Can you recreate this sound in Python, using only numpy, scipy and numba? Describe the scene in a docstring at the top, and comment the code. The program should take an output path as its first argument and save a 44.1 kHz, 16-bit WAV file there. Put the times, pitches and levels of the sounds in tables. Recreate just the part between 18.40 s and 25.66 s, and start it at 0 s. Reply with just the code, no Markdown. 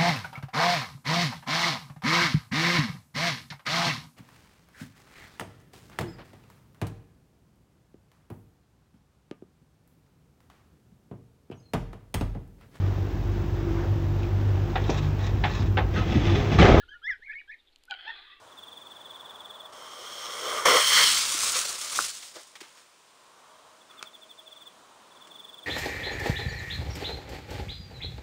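"""A toy car's rocket motor on a wooden deck at night, some metres from a compact camera: noise bands shaped over time.
It fizzes, lights with a bang of gas, rushes up a ramp, tumbles and lands; puffs of noise are its last spits.
Knocks are short choked rings, soft rustles are narrow noise, and one cricket trills in sagging tones.
Far traffic drones in coloured noise over a steady hiss.
The camera's microphone sound is cut at 10 kHz, then stretched to a higher rate by holding samples, which adds images."""
import sys
import numpy as np
from scipy import signal
from scipy.fft import rfft, irfft
from scipy.io import wavfile
from scipy.ndimage import uniform_filter1d
from numba import njit

SR = 44100
rng = np.random.default_rng(int(sys.argv[2]) if len(sys.argv) > 2 else 0)


def generate_wav(signal):
    """Clip the signal to [-1, 1] and save it as 16-bit WAV at the path in sys.argv[1]."""
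    frames = np.transpose(np.atleast_2d(signal))
    scaled = np.clip(frames, -1, 1) * 32767
    pcm = np.round(scaled).astype(np.int16)
    wavfile.write(sys.argv[1], SR, pcm)


N = 320164


def undb(db):
    """Amplitude factor of a level in dB."""
    return 10 ** (np.asarray(db) / 20)


def unit(x):
    """Scale to an rms of 1."""
    return x / np.sqrt(np.mean(x ** 2))


def columns(rows):
    """Every column of a table, after its times, as a signal over time."""
    times, *cols = np.transpose(rows)
    return [np.interp(np.arange(N) / SR, times, col) for col in cols]


@njit
def svf(x, hz, width):
    """State-variable band-pass with a moving centre, gain 1 there."""
    y, band_state, low_state = np.empty(len(x)), 0., 0.
    for i in range(len(x)):
        g = np.tan(np.pi * hz[i] / SR)
        damping = width / hz[i]
        v = (band_state + g * (x[i] - low_state)) / (1 + g * (g + damping))
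        band_state = 2 * v - band_state
        low_state += 2 * g * v
        y[i] = damping * v
    return y


def band(x, hz, width_hz):
    """Band-pass whose centre may be fixed or a signal."""
    return svf(x, hz + np.zeros(len(x)), 1. * width_hz)


def walk(rate):
    """Random levels held for 1 / rate s and slewed twice; rms 1."""
    k = int(SR / rate)
    steps = np.repeat(rng.standard_normal(N // k + 1), k)
    slewed = uniform_filter1d(uniform_filter1d(steps, k), k)
    return unit(slewed[:N])


def coloured(points):
    """Noise of rms 1 with a spectrum of (frequency [Hz], density [dB per Hz]) points."""
    hz, db = np.transpose(points)
    f = np.maximum(np.arange(N // 2 + 1) * SR / N, 1)
    gain = undb(np.interp(np.log(f), np.log(hz), db))
    return unit(irfft(rfft(rng.standard_normal(N)) * gain, N))


def add(out, s, x):
    """Mix x into out from time s."""
    i = int(s * SR)
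    out[i:i + len(x)] += x[:N - i]


def gas(hz, width_hz, flicker_db, crackle_db, order=2):
    """One band of turbulent noise, steeper with order; its level flickers and random grains crackle in it."""
    x = rng.standard_normal(N) * undb(crackle_db * np.minimum(rng.exponential(size=N), 5))
    for _ in range(order):
        x = band(x, hz, width_hz)
    return unit(x * undb(flicker_db * walk(45)))


def yard(x, wet_db, t60):
    """Scattered echoes from house, deck and fence, starting after 8 ms."""
    t = np.arange(SR // 5) / SR
    echoes = rng.standard_normal(len(t)) * undb(-60 * t / t60) * (t > .008)
    return x + undb(wet_db) * signal.fftconvolve(x, echoes / np.linalg.norm(echoes))[:N]


def puffs(rows, rise_s, width_share):
    """Grainy noise bursts that rise, hold and die; width is a share of the centre frequency."""
    out, t = np.zeros(N), np.arange(SR // 2) / SR
    for s, db, hz, hold, t60 in rows:
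        grains = rng.standard_normal(len(t)) * undb(4.3 * np.minimum(rng.exponential(size=len(t)), 4))
        decay_db = -60 * np.maximum(t - rise_s - hold, 0) / t60
        shape = np.minimum(t / rise_s, 1) * undb(db + decay_db)
        add(out, s, shape * unit(band(grains, hz, width_share * hz)))
    return out


# Spectrum of the broad far-traffic drone: (frequency [Hz], relative density [dB per Hz])
TRAFFIC_SPECTRUM = [(15, -63), (25, -26), (87, -14.5), (345, -8), (421, -5), (456, -3.5), (616, -2),
                    (784, -2), (1060, 3), (1780, -10.5), (1930, -10), (2180, -76), (3000, -11),
                    (3900, -12.5), (6600, -120)]
# Far traffic; rumble and whine are relative to the broad drone:
# (time [s], broad drone level [dB], rumble [dB], whine [dB], centre of the tyre noise [Hz])
TRAFFIC_DRONE = [(0.0, -53, -15, -15, 1110), (0.4, -55, -8.5, -13, 1010), (0.8, -49.5, -24, -22, 1030),
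                 (1.3, -50.5, -27, -7.5, 960), (4.5, -63.5, -11.5, -24, 1150),
                 (5.16, -57, -19.5, -11.5, 1170), (5.6, -61.5, -2.5, -5, 1240),
                 (6.0, -59, -9.5, -6.5, 1050), (6.55, -56.5, -8.5, -14, 1020), (7.26, -56, -7, -11, 980)]
# Spectrum of the steady hiss: (frequency [Hz], relative density [dB per Hz])
HISS_SPECTRUM = [(880, -29), (1500, -9), (1670, -11), (2370, -7.5), (3150, -9.5), (4770, -10),
                 (9600, -11.5), (10500, -21), (13600, -60), (22000, -120)]
HISS_DB = -61
THROB_DB, THROB_FADE_DB_PER_S = -72, 16  # level at the start, and its steady fade


def night():
    """Far traffic: broad drone, wandering tyre band, rumble and narrow whine, over hiss and a fading low throb."""
    db, rumble_db, whine_db, tyre_hz = columns(TRAFFIC_DRONE)
    tyres = undb(-10.5) * unit(band(rng.standard_normal(N), tyre_hz, 500))
    rumble = undb(rumble_db) * gas(324, 440, 1.0, 0)
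    whine = undb(whine_db) * gas(632.0, 23, 0.66, 0)
    broad = coloured(TRAFFIC_SPECTRUM) * undb(0.63 * walk(14))
    drone = broad + tyres + rumble + whine
    throb_db = THROB_DB - THROB_FADE_DB_PER_S * np.arange(N) / SR
    throb = undb(throb_db) * gas(94, 50, 1.2, 0, order=3)
    return throb + undb(db) * drone + undb(HISS_DB) * coloured(HISS_SPECTRUM)


# Trills of the cricket, with nominal stroke levels:
# (first stroke [s], last stroke [s], mean rate [strokes per s], slowing [0-1], level [dB])
CRICKET_TRILLS = [(0.19, 1.259, 20.6, 0.05, -39), (5.594, 6.078, 12.4, 0.04, -40.5),
                  (6.126, 6.273, 20.1, 0, -41), (6.958, 7.236, 21.5, 0.01, -40)]
# Hesitant strokes before a trill: (time [s], nominal level [dB])
CRICKET_TRIES = [(0.085, -53), (0.126, -48), (5.417, -52), (5.512, -45), (6.722, -51), (6.771, -48),
                 (6.824, -44.5), (6.853, -47.5), (6.918, -41.5)]


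def strokes():
    """Rows (time [s], nominal level [dB]): a trill slows steadily, a little uneven in time and strength."""
    rows = list(CRICKET_TRIES)
    for first, last, rate, slowing, db in CRICKET_TRILLS:
        u = np.linspace(0, 1, round((last - first) * rate) + 1)
        chance = rng.standard_normal((len(u), 2))
        even = first + (last - first) * (u + slowing * u * (u - 1))
        rows += zip(even + 0.0012 * chance[:, 0], db + 0.8 * chance[:, 1])
    return np.array(sorted(rows))


# Times here are before each stroke's stretch.
STROKE_HZ, SAG_HZ_PER_S2 = 3590, 320000  # starting pitch, before a small random detune, and its quickening fall
SWELL_S, CLOSE_S = 0.025, 0.014  # rise, then time from its end to the stop
# The contour in dB, before it is deepened 1.5 times or more: start, flat top, drop per s, lingering tail
SWELL_DB, CREST_DB, DROP_DB_PER_S, TAIL_DB = -11.5, -0.6, 2200, -9
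FIRM_DB = -43  # strokes weaker than this have a deeper contour and so sound briefer


def cricket():
    """Each wing stroke swells as its pitch falls, then drops; wider gaps lengthen it; walls and fence smear it."""
    out, rows = np.zeros(N), strokes()
    chance = rng.standard_normal((len(rows), 2))
    gaps = np.clip(np.diff(rows[:, 0], prepend=0), .045, .085)
    for (s, db), (slow, sharp), gap in zip(rows, chance, gaps):
        stretch = (gap / .048) ** .1 + 0.04 * slow
        t = np.arange(0, SWELL_S + CLOSE_S, 1 / SR / stretch)
        hz = (STROKE_HZ - SAG_HZ_PER_S2 * t ** 2) * (1 + 0.0018 * sharp)
        swell_db = np.minimum(SWELL_DB * (1 - t / SWELL_S), CREST_DB)
        drop_db = np.maximum(DROP_DB_PER_S * (SWELL_S - t), TAIL_DB)
        depth = 1.5 + 0.11 * max(FIRM_DB - db, 0)
        shape_db = np.minimum(swell_db, drop_db) * depth
        edges = np.minimum(np.minimum(t, t[::-1]) / 0.0038, 1)
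        tone = np.sin(2 * np.pi * np.cumsum(hz) / SR)
        # the swell ends 3 ms after the listed time
        add(out, s + 0.003 - SWELL_S * stretch, edges * undb(db + shape_db) * tone)
    out *= undb(1.6 * walk(400))
    return yard(out, -11.0, 0.097)


# Soft rustles: (time [s], level while held [dB], centre [Hz], hold [s], 60 dB decay [s])
SOFT_RUSTLES = [(5.488, -56.5, 1280, 0.11, 0.52), (5.495, -65, 2300, 0.11, 0.4),
                (5.64, -62, 1340, 0.026, 0.15), (5.645, -69, 2350, 0.03, 0.15)]


def rustles():
    """Narrow, slowly rising puffs of noise."""
    return puffs(SOFT_RUSTLES, rise_s=0.015, width_share=0.17)


# Knocks of the toy and ticks of cooling parts; the crack is relative to the ring:
# (time [s], ring peak level [dB], pitch [Hz], time to the peak [s], crack [dB])
TOY_KNOCKS = [(2.257, -16, 994, 0.0027, -4), (2.943, -38.5, 314, 0.0054, -30),
              (3.152, -37, 515, 0.0084, -20), (3.5894, -9, 1314, 0.00095, -33),
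              (3.5928, -23, 1130, 0.00061, -30), (3.594, -38, 334, 0.0024, -30),
              (3.956, -47, 342, 0.012, -20), (4.214, -40, 362, 0.0037, -20),
              (5.611, -36.5, 1300, 0.0012, -11), (5.6272, -29, 1370, 0.00089, 17),
              (5.6294, -32, 2550, 0.00072, 16)]


def knocks():
    """A blow whose ring builds up and is choked, with a very short, high crack at its start."""
    out, t = np.zeros(N), np.arange(SR // 5) / SR
    for s, db, hz, peak, crack_db in TOY_KNOCKS:
        swell = (t / peak * np.exp(1 - t / peak)) ** 2
        ring = np.sin(2 * np.pi * hz * t) * swell
        crack = np.sin(2 * np.pi * 4500 * t) * undb(crack_db - 60 * t / 0.00051)
        add(out, s, undb(db) * (ring + crack))
    thinned = signal.lfilter(*signal.butter(2, 150, "high", fs=SR), out)
    return yard(thinned, -13.5, 0.13)


# Last spits of the motor, and a lone broad tick at 6.87 s: (time [s], level while held [dB], centre [Hz], hold
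# [s], 60 dB decay [s])
MOTOR_SPITS = [(3.826, -45, 2200, 0.006, 0.044), (4.153, -42, 1910, 0.0045, 0.083),
               (4.204, -42, 2770, 0.01, 0.044), (4.226, -49.5, 1500, 0.0093, 0.29),
               (4.372, -54.5, 2200, 0.0091, 0.099), (6.871, -51.5, 2470, 0.004, 0.04)]


def spits():
    """Sudden broad puffs of noise from the dying motor, and one later tick."""
    return puffs(MOTOR_SPITS, rise_s=0.0014, width_share=1.55)


# The jet from first fizz through lighting, ramp, tumbling flight and landing, before resonances and echoes:
# (time [s], level [dB])
JET_LEVEL = [(1.322, -51), (1.34, -54), (1.72, -42.5), (2.18, -36.5), (2.25, -40.5), (2.257, -22),
             (2.33, -23.5), (2.47, -25.5), (2.54, -20.5), (2.635, -18.5), (2.71, -25.5), (2.74, -27.5),
             (2.96, -32), (3.08, -30), (3.095, -32.5), (3.19, -32), (3.33, -38.5), (3.538, -40.5),
             (3.548, -35.5), (3.61, -34), (3.64, -33.5), (3.678, -39), (3.688, -33.5), (3.72, -43),
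             (3.76, -46.5), (3.84, -46), (3.935, -55.5), (3.96, -45), (4.04, -56.5), (4.14, -67.5),
             (4.5, -56.5)]
# Bands of the flame relative to the jet: (time [s], boom [dB], roar [dB], sizzle [dB])
FLAME_COLOUR = [(1.31, -2.5, -2, -2), (1.75, -7, -8, -11), (2.17, -0.5, 1, -1.5), (2.26, 0.5, 2.5, -6),
                (2.36, -8, 4, -5.5), (2.48, -25.5, -4, -1), (2.59, -20, -0.5, -13),
                (2.71, -30, -10.5, -3.5), (2.98, -19, -8.5, 3), (3.55, -18.5, -7, 3.5), (3.6, -10, -12, 5),
                (3.7, -42, -14.5, 2.5), (3.92, -27, -17, 0), (3.97, -5, -3, -6.5), (4.05, -20, -12, 4.5),
                (4.5, -3, -1, -1)]
# Resonances of the corner between boards and wall:
# (centre [Hz], width [Hz], gain at the start [dB], gain on the ramp [dB])
CORNER_RESONANCES = [(1154, 590, 3, -14.5), (2056, 460, -3, 1), (3187, 250, 9.5, 8.5), (4290, 520, -7, 2.5),
                     (5410, 520, 3, 1), (6310, 190, 2.5, 2.5), (7380, 790, -9.5, -3), (8370, 720, -2.5, -1),
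                     (9500, 380, -5, 3)]
# Echo off the ground: (time [s], lag [s])
GROUND_ECHO = [(2.7, 0.00075), (2.9, 0.00087), (3.3, 0.00066), (3.45, 0.000984), (3.8, 0.00058)]
GROUND_SHARE = 0.18  # amplitude of that echo beside the flame
# Start and end [s] of the roll up the ramp, then of leaving the boards
ROLL_TIMES = (2.18, 2.58)
JUMP_TIMES = (2.66, 2.8)
# Times [s] between which the flame grows unsteady in tumbling and calms after landing
TUMBLE_TIMES = (2.598, 3.25, 3.6, 3.8)
FLUTTER_DB = 2.05  # full unsteadiness, of which the tumble takes a share


def rocket():
    """Jet, roar and sizzle ring in the corner while on the boards; once airborne the ground echo replaces it."""
    t = np.arange(N) / SR
    jet_db = columns(JET_LEVEL)[0]
    boom_db, roar_db, sizzle_db = columns(FLAME_COLOUR)
    fade_in = np.clip((t - JET_LEVEL[0][0]) / 0.0046, 0, 1)
    fade_out = np.clip((JET_LEVEL[-1][0] - t) / 0.12, 0, 1)

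    roar = gas(1225, 646, 1.0, 4.4) + undb(-5.5) * gas(2070, 790, 1.2, 0.57)
    sizzle = gas(7580, 10800, 1.0, 4.9)
    flame = gas(4150, 6600, 1.0, 3.0) + undb(roar_db) * roar + undb(sizzle_db) * sizzle

    rolled = np.interp(t, ROLL_TIMES, (0, 1))
    airborne = np.interp(t, JUMP_TIMES, (0, 1))
    rung = np.zeros(N)
    for hz, width, start_db, ramp_db in CORNER_RESONANCES:
        rung += undb(start_db + rolled * (ramp_db - start_db)) * band(flame, hz, width)
    on_boards = rung + undb(-17) * flame
    flying = flame + GROUND_SHARE * np.interp(t - columns(GROUND_ECHO)[0], t, flame)
    heard = np.sqrt(1 - airborne) * on_boards + np.sqrt(airborne) * flying

    low = gas(521, 427, 3.5, 0, order=3) + undb(-17.5) * gas(214, 430, 1.4, 0, order=1)
    boom = undb(boom_db) * low
    unsteady = np.interp(t, TUMBLE_TIMES, (0, 0.96, 0.84, .4))
    surge = undb(FLUTTER_DB * unsteady * walk(110))
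    return yard(fade_in * fade_out * surge * undb(jet_db) * (heard + boom), -12, 0.13)


def scene():
    """Everything on and around the deck, in one channel."""
    return (night() + cricket() + rustles() + knocks() + spits() + rocket())[None]


CAMERA_HZ, HELD_RATE, TOP_HZ = 10000, 32000, 15720  # band limit, rate before holding [samples per s], last cutoff


def record(dry):
    """The camera rounds the loudest peaks and limits its band; a sample-and-hold change of rate leaves images."""
    rounded = np.tanh(1.3 * dry) / 1.3
    limited = signal.sosfilt(signal.ellip(8, .2, 60, CAMERA_HZ, fs=SR, output="sos"), rounded)
    slow = signal.resample_poly(limited, HELD_RATE, SR, axis=1)
    nearest = np.round(np.arange(N) * HELD_RATE / SR).astype(int)
    held = slow[:, np.minimum(nearest, slow.shape[1] - 1)]
    return signal.sosfilt(signal.ellip(16, .3, 80, TOP_HZ, fs=SR, output="sos"), held)


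dry = scene()
out = record(dry)
generate_wav(out)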